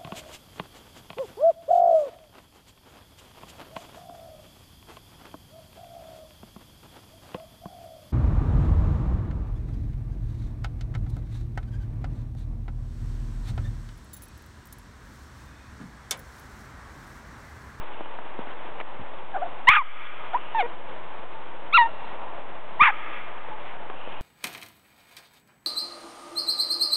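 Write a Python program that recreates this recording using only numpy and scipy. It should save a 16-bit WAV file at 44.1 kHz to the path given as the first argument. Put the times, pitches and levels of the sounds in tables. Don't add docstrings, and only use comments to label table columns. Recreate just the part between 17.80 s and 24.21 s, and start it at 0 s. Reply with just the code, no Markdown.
import sys
import numpy as np
from scipy import signal
from scipy.fft import rfft, irfft, next_fast_len
from scipy.io import wavfile
from scipy.ndimage import uniform_filter1d

SR = 44100
rng = np.random.default_rng(int(sys.argv[2]) if len(sys.argv) > 2 else 0)


def store_pcm(level_fs):
    pcm = np.round(np.clip(level_fs, -1, 1) * 32767).astype(np.int16)
    wavfile.write(sys.argv[1], SR, np.atleast_2d(pcm).T)


N = 282725
TIME = np.arange(N) / SR

# frequency_hz, relative_density_db
HISS_SPECTRUM = [(24, -50), (40, 17), (43, -25), (91, -14), (268, -13), (364, -7.5), (417, -9.5),
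                 (545, -4.5), (770, -6.5), (881, -3), (1200, -8.5), (1270, -10.5), (1940, -14.5),
                 (3440, -19.5), (3940, -24.5), (5120, -56), (8670, -120)]
# time_s, level_db
RUSH_ENVELOPE = [(0, -55.5), (1.4, -51), (3.3, -57), (4.1, -48), (4.45, -41.5), (4.7, -45.5), (4.9, -54.5),
                 (5.4, -52), (5.9, -47.5), (6.4, -50)]
# frequency_hz, relative_density_db
RUSH_SPECTRUM = [(250, -21.5), (550, -16), (850, -8), (1100, -14), (1800, -36)]
# middle_s, level_db, length_s, centre_hz, width_octaves
SNOW_SCUFFS = [(0.19, -53, 0.16, 2780, 0.33), (0.703, -45.5, 0.094, 776, 2.9),
               (1.009, -36, 0.017, 1840, 0.58), (1.007, -33, 0.02, 740, 1.8), (2.65, -53, 0.25, 2800, 0.23),
               (5.891, -46, 0.084, 1993, 1.1), (6.307, -49.5, 0.31, 2740, 0.38)]
# start_s, peak_db, centre_hz, t60_s
PAW_IMPACTS = [(.208, -24, 363, 0.052), (0.259, -29, 597, 0.063), (0.388, -23.5, 513, 0.043),
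               (0.591, -21, 370, 0.028), (.672, -31, 423, 0.085), (1.194, -32.5, 103, 0.069),
               (1.211, -33, 115, 0.026), (5.686, -30, 496, 0.051), (6.100, -22, 660, 0.022),
               (6.274, -25.5, 436, 0.041)]
# frequency_hz, gain_db
YARD_RESPONSE = [(500, -8.5), (1250, -2.5), (2000, 1), (2500, -3), (3200, 6.5), (4000, -3)]
# frequency_hz, gain_db
SHUT_TRACT = [(250, -15.5), (460, -1), (750, 0), (1050, -0.5), (1450, -12), (1800, -6.5), (2200, -4.5),
              (2800, -13.5), (3500, -10.5), (5000, -19.5)]
# frequency_hz, gain_db
OPEN_TRACT = [(450, -53.5), (650, -18.5), (820, 2), (1050, 3.5), (1300, 3), (1600, 3.5), (1900, 3),
              (2300, 5), (2700, -1.5), (3000, -8.5), (3500, -4.5), (4200, -24.5), (5500, -65.5)]
# start_s, length_s, pitch_hz, level_db
WHINE_NOTES = [(3.518, .11, 891, -45.5), (5.69, 0.0766, 860, -39.5)]
# time_s, pitch_hz, level_db
WHIMPER_CONTOURS = [
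    [(1.540, 842, -36), (1.549, 781, -28), (1.560, 690, -26.5), (1.568, 842, -24), (1.578, 589, -35),
     (1.614, 568, -40), (1.621, 686, -25.5), (1.632, 763, -23.5), (1.648, 636, -37), (1.665, 735, -31)],
    [(2.535, 693, -32.5), (2.544, 748, -23), (2.548, 940, -19.5), (2.560, 989, -20.5), (2.569, 1052, -27)],
    [(2.750, 908, -22), (2.778, 902, -24), (2.795, 842, -19.5), (2.810, 733, -19.5), (2.824, 696, -28),
     (2.829, 469, -29.5), (2.862, 481, -31.5)],
]
# first_tilt_db_per_octave, middle_tilt_db_per_octave, last_tilt_db_per_octave, roughness, treble_db
WHIMPER_TIMBRES = [(4, -3, -9, 0.2, -23), (7, -6, -22, 0.16, -16), (-12.5, -3.5, -4, 0.18, 5.5)]
# start_s, end_s, final_added_roughness
VOICE_CRACKS = [(1.889, 1.974, 0.84), (1.979, 1.987, 0.6), (3.984, 4.07, 0), (5.02, 5.045, 0.75),
                (5.041, 5.079, 1.26), (5.087, 5.104, 1.2)]
# time_s, pitch_hz
YIP_CONTOURS = [
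    [(1.874, 917.5), (1.895, 1109), (1.918, 1253), (1.932, 1210), (1.936, 1532), (1.950, 1095),
     (1.953, 1718), (1.966, 1303), (1.993, 1159), (2.020, 980)],
    [(3.928, 1070), (3.942, 1325), (3.956, 1403), (3.966, 1360), (3.974, 1230), (3.982, 964), (4.000, 961),
     (4.035, 906), (4.070, 924)],
    [(4.995, 872.6), (5.012, 1174), (5.030, 1249), (5.046, 1264), (5.055, 1171), (5.079, 1060),
     (5.087, 845), (5.110, 804)],
]
# start_s, attack_s, hold_s, release_s, level_db,
# first_tilt_db_per_octave, last_tilt_db_per_octave, echo_send_db, treble_db
YIP_NOTES = [(1.871, 0.017, 0.1, 0.036, -3.5, 3.5, -14, -22.5, -0.5),
             (3.926, 0.021, 0.067, 0.061, -11, 3, -10.5, -26.5, 15),
             (4.994, 0.019, 0.072, 0.026, -8.5, -7, -0.5, -19, 0)]


def from_db(db):
    return 10 ** (np.asarray(db) / 20)


def unit_rms(x):
    return x / np.sqrt(np.mean(x ** 2) + 1e-20)


def butterworth(x, order, hz, kind="low"):
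    return signal.sosfilt(signal.butter(order, hz, kind, fs=SR, output="sos"), x)


def coloured(x, spectrum):
    hz, db = np.transpose(spectrum)
    size = next_fast_len(len(x) + 2048)
    octave = np.log2(np.maximum(np.arange(size // 2 + 1) * SR / size, 1))
    beyond = np.abs(octave - np.clip(octave, np.log2(hz[0]), np.log2(hz[-1])))
    gain = from_db(np.interp(octave, np.log2(hz), db) - 20 * beyond)
    return irfft(rfft(x, size) * gain, size)[:len(x)]


def noise(spectrum, size=N):
    return unit_rms(coloured(rng.standard_normal(size), spectrum))


def wobble(rate_hz, size):
    return unit_rms(butterworth(rng.standard_normal(size + 4096), 2, rate_hz)[4096:])


def running_power(x, size):
    return np.maximum(uniform_filter1d(uniform_filter1d(x ** 2, size), size), 1e-12)


def lagged(x, time_constant_s):
    pole = np.exp(-1 / (time_constant_s * SR))
    return signal.lfilter([1 - pole], [1, -pole], x)


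def during(start_s, end_s):
    return TIME[(TIME >= start_s) & (TIME < end_s)]


def outdoor_air(hiss_db=-41, flutter_db=1.0):
    hiss = from_db(hiss_db + flutter_db * wobble(14, N)) * noise(HISS_SPECTRUM)
    rush = from_db(np.interp(TIME, *np.transpose(RUSH_ENVELOPE))) * noise(RUSH_SPECTRUM)
    return hiss + rush


def scuffs(grain_db=3.0):
    out = np.zeros(N)
    grains = rng.standard_normal(N) * from_db(grain_db * wobble(200, N))
    for middle_s, level_db, length_s, centre_hz, octaves in SNOW_SCUFFS:
        band_hz = centre_hz * 2 ** (np.array([-.5, .5]) * octaves)
        stroke = np.exp(-np.minimum(2 * np.abs(TIME - middle_s) / length_s, 2) ** 6)
        out += from_db(level_db) * stroke * unit_rms(butterworth(grains, 2, band_hz, "band"))
    return out


def paws():
    out, t = np.zeros(N + SR), TIME[:SR // 8]
    for start_s, peak_db, centre_hz, t60_s in PAW_IMPACTS:
        crush = rng.standard_normal(len(t)) * from_db(-60 * t / t60_s)
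        crush[0] += 12
        thud = butterworth(crush, 2, [centre_hz / 2, centre_hz * 2], "band")
        at = int(start_s * SR)
        out[at:at + len(t)] += from_db(peak_db) * thud / np.abs(thud).max()
    return out[:N]


def yard_echo(x, build_s=0.022, t60_s=2.2, farthest_s=.9, wall_delay_s=0.31, wall_spread_s=0.019,
              wall_db=-8.5, ring_hz=1279, ring_width_hz=60, ring_db=0.5):
    t = TIME[:SR + SR // 5]
    scatter = rng.standard_normal(len(t))
    wash = scatter * np.minimum(t / build_s, 1) * from_db(-60 * t / t60_s) * (t < farthest_s)
    wall = butterworth(scatter[::-1], 2, 1700, "high")
    wall *= np.exp(-((t - wall_delay_s) / wall_spread_s) ** 2)
    echoes = (unit_rms(wash) + from_db(wall_db) * unit_rms(wall)) / np.sqrt(len(t))
    ring = signal.lfilter(*signal.iirpeak(ring_hz, ring_hz / ring_width_hz, fs=SR), echoes)
    impulse_response = echoes + from_db(ring_db) * ring
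    return coloured(signal.fftconvolve(x, impulse_response)[:N], YARD_RESPONSE)


def vocal_folds(pitch_hz, tilt, rough, size, rattle_hz=450, hoarse_loss_db=7.5):
    wavering_hz = pitch_hz * (1 + 0.04 * rough ** 2 * wobble(130, size))
    phase = 2 * np.pi * np.cumsum(wavering_hz) / SR
    rattle = np.sin(2 * np.pi * np.cumsum(rattle_hz * (1 + 0.33 * wobble(48.9, size))) / SR)
    phase += rough * (.45 * wobble(260, size) + .55 * rattle)
    folds = np.zeros(size)
    for k in range(1, 6):
        harmonic_db = tilt * np.log2(k) - hoarse_loss_db * rough * max(k - 2, 0)
        folds += from_db(harmonic_db) * np.sin(k * phase + np.pi * k * k / 4)
    shimmer = 0.18 * wobble(400, size)
    return folds * (1 + rough * (0.64 * rattle + shimmer))


def call(t, pitch_hz, level_db, tilt, rough, tract, breath_db=-28, fade_s=0.0014):
    size = len(t)
    voice = coloured(vocal_folds(pitch_hz, tilt, np.clip(rough, 0, 1.5), size), tract)
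    voice /= np.sqrt(running_power(voice, size=90))
    breath = from_db(breath_db) * noise(tract, size)
    gate = np.clip(np.minimum(t - t[0], t[-1] - t) / fade_s, 0, 1)
    out, at = np.zeros(N), np.searchsorted(TIME, t[0])
    out[at:at + size] = (voice + breath) * gate * from_db(level_db)
    return out


def whine(start_s, length_s, pitch_hz, level_db, swell_db=12):
    t = during(start_s, start_s + length_s)
    envelope_db = level_db + swell_db * (np.sin(np.pi * (t - start_s) / length_s) - 1)
    return call(t, pitch_hz, envelope_db, tilt=-21, rough=.1, tract=SHUT_TRACT)


def whimper(contour, first_tilt, middle_tilt, last_tilt, rough, treble_db, margin_s=.0033):
    time_s, pitch_hz, level_db = np.transpose(sorted(contour))
    t = during(time_s[0] - margin_s, time_s[-1] + margin_s)
    tilt = np.interp(t, [t[0], t.mean(), t[-1]], [first_tilt, middle_tilt, last_tilt])
    tract = [(hz, db + np.interp(hz, [1500, 2200], [0, treble_db])) for hz, db in SHUT_TRACT]
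    return call(t, np.interp(t, time_s, pitch_hz), np.interp(t, time_s, level_db), tilt, rough, tract)


def hoarseness(t, clear_roughness=.04, onset_share=0.637, edge_s=0.0047):
    rough = clear_roughness
    for start_s, end_s, final in VOICE_CRACKS:
        inside = np.clip(.5 + np.minimum(t - start_s, end_s - t) / edge_s, 0, 1)
        rough = rough + final * inside * np.interp(t, [start_s, end_s], [onset_share, 1])
    return rough


def yip(start_s, attack_s, hold_s, release_s, level_db, first_tilt, last_tilt, treble_db, contour,
        rise_db=19, sag_db=3, fall_db=14.5):
    corners_s = start_s + np.cumsum([0, attack_s, hold_s, release_s])
    t = during(start_s, corners_s[-1])
    effort_db = np.interp(t, corners_s, [-rise_db, 0, -sag_db, -sag_db - fall_db])
    pitch_hz = np.interp(t, *np.transpose(sorted(contour)))
    rough = hoarseness(t)
    tilt = np.linspace(first_tilt, last_tilt, len(t))
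    tilt += 7.5 * np.log2(pitch_hz / 1200) + 5.5 * rough
    tract = [(hz, db + np.interp(hz, [3200, 4100], [0, treble_db])) for hz, db in OPEN_TRACT]
    tremble_db = wobble(70, len(t)) * np.linspace(0, 2, len(t))
    return call(t, pitch_hz, level_db + effort_db + tremble_db, tilt, rough, tract)


def scene(soft_echo_send_db=-19):
    voices = sum(whimper(contour, *timbre) for contour, timbre in zip(WHIMPER_CONTOURS, WHIMPER_TIMBRES))
    voices += sum(whine(*note) for note in WHINE_NOTES)
    to_walls = from_db(soft_echo_send_db) * voices
    for (*shape, echo_send_db, treble_db), contour in zip(YIP_NOTES, YIP_CONTOURS):
        direct = yip(*shape, treble_db, contour)
        voices += direct
        to_walls += from_db(echo_send_db) * direct
    return (voices + yard_echo(to_walls) + paws() + scuffs() + outdoor_air())[None]


def gain_control(x, limit_db=-10.5, late_s=0.0077, attack_s=0.0002, overshoot=0.57, settle_s=0.019):
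    excess_db = np.maximum(10 * np.log10(running_power(x, size=60)) - limit_db, 0)
    leak_db = 17 * TIME
    held_db = np.maximum.accumulate(excess_db + leak_db) - leak_db
    held_db = np.interp(TIME - late_s, TIME, held_db)
    gain = from_db(-lagged(held_db, attack_s) - overshoot * lagged(held_db, settle_s))
    bias = 0.14 * np.tanh((1 - gain) / 0.07)
    thump = butterworth(bias, 3, 115, "high")
    return x * gain + thump


def record(dry, saturation=0.71, camera_rate_hz=8000, ceiling=0.74, dc_offset=-.0526):
    x = gain_control(dry[0])
    x = x / (1 + (x / saturation) ** 8) ** (1 / 8)
    x = butterworth(x, 4, 70, "high")
    x = signal.sosfiltfilt(signal.butter(4, 4050, fs=SR, output="sos"), x)
    samples = signal.resample_poly(x, 4 * camera_rate_hz, SR)[::4]
    x = signal.resample_poly(samples, SR, camera_rate_hz)[:N]
    x = signal.sosfiltfilt(signal.butter(10, 4600, fs=SR, output="sos"), x)
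    x = np.clip(x, -ceiling, ceiling)
    return butterworth(x, 12, 15000)[None] + dc_offset


dry = scene()
out = record(dry)
store_pcm(out)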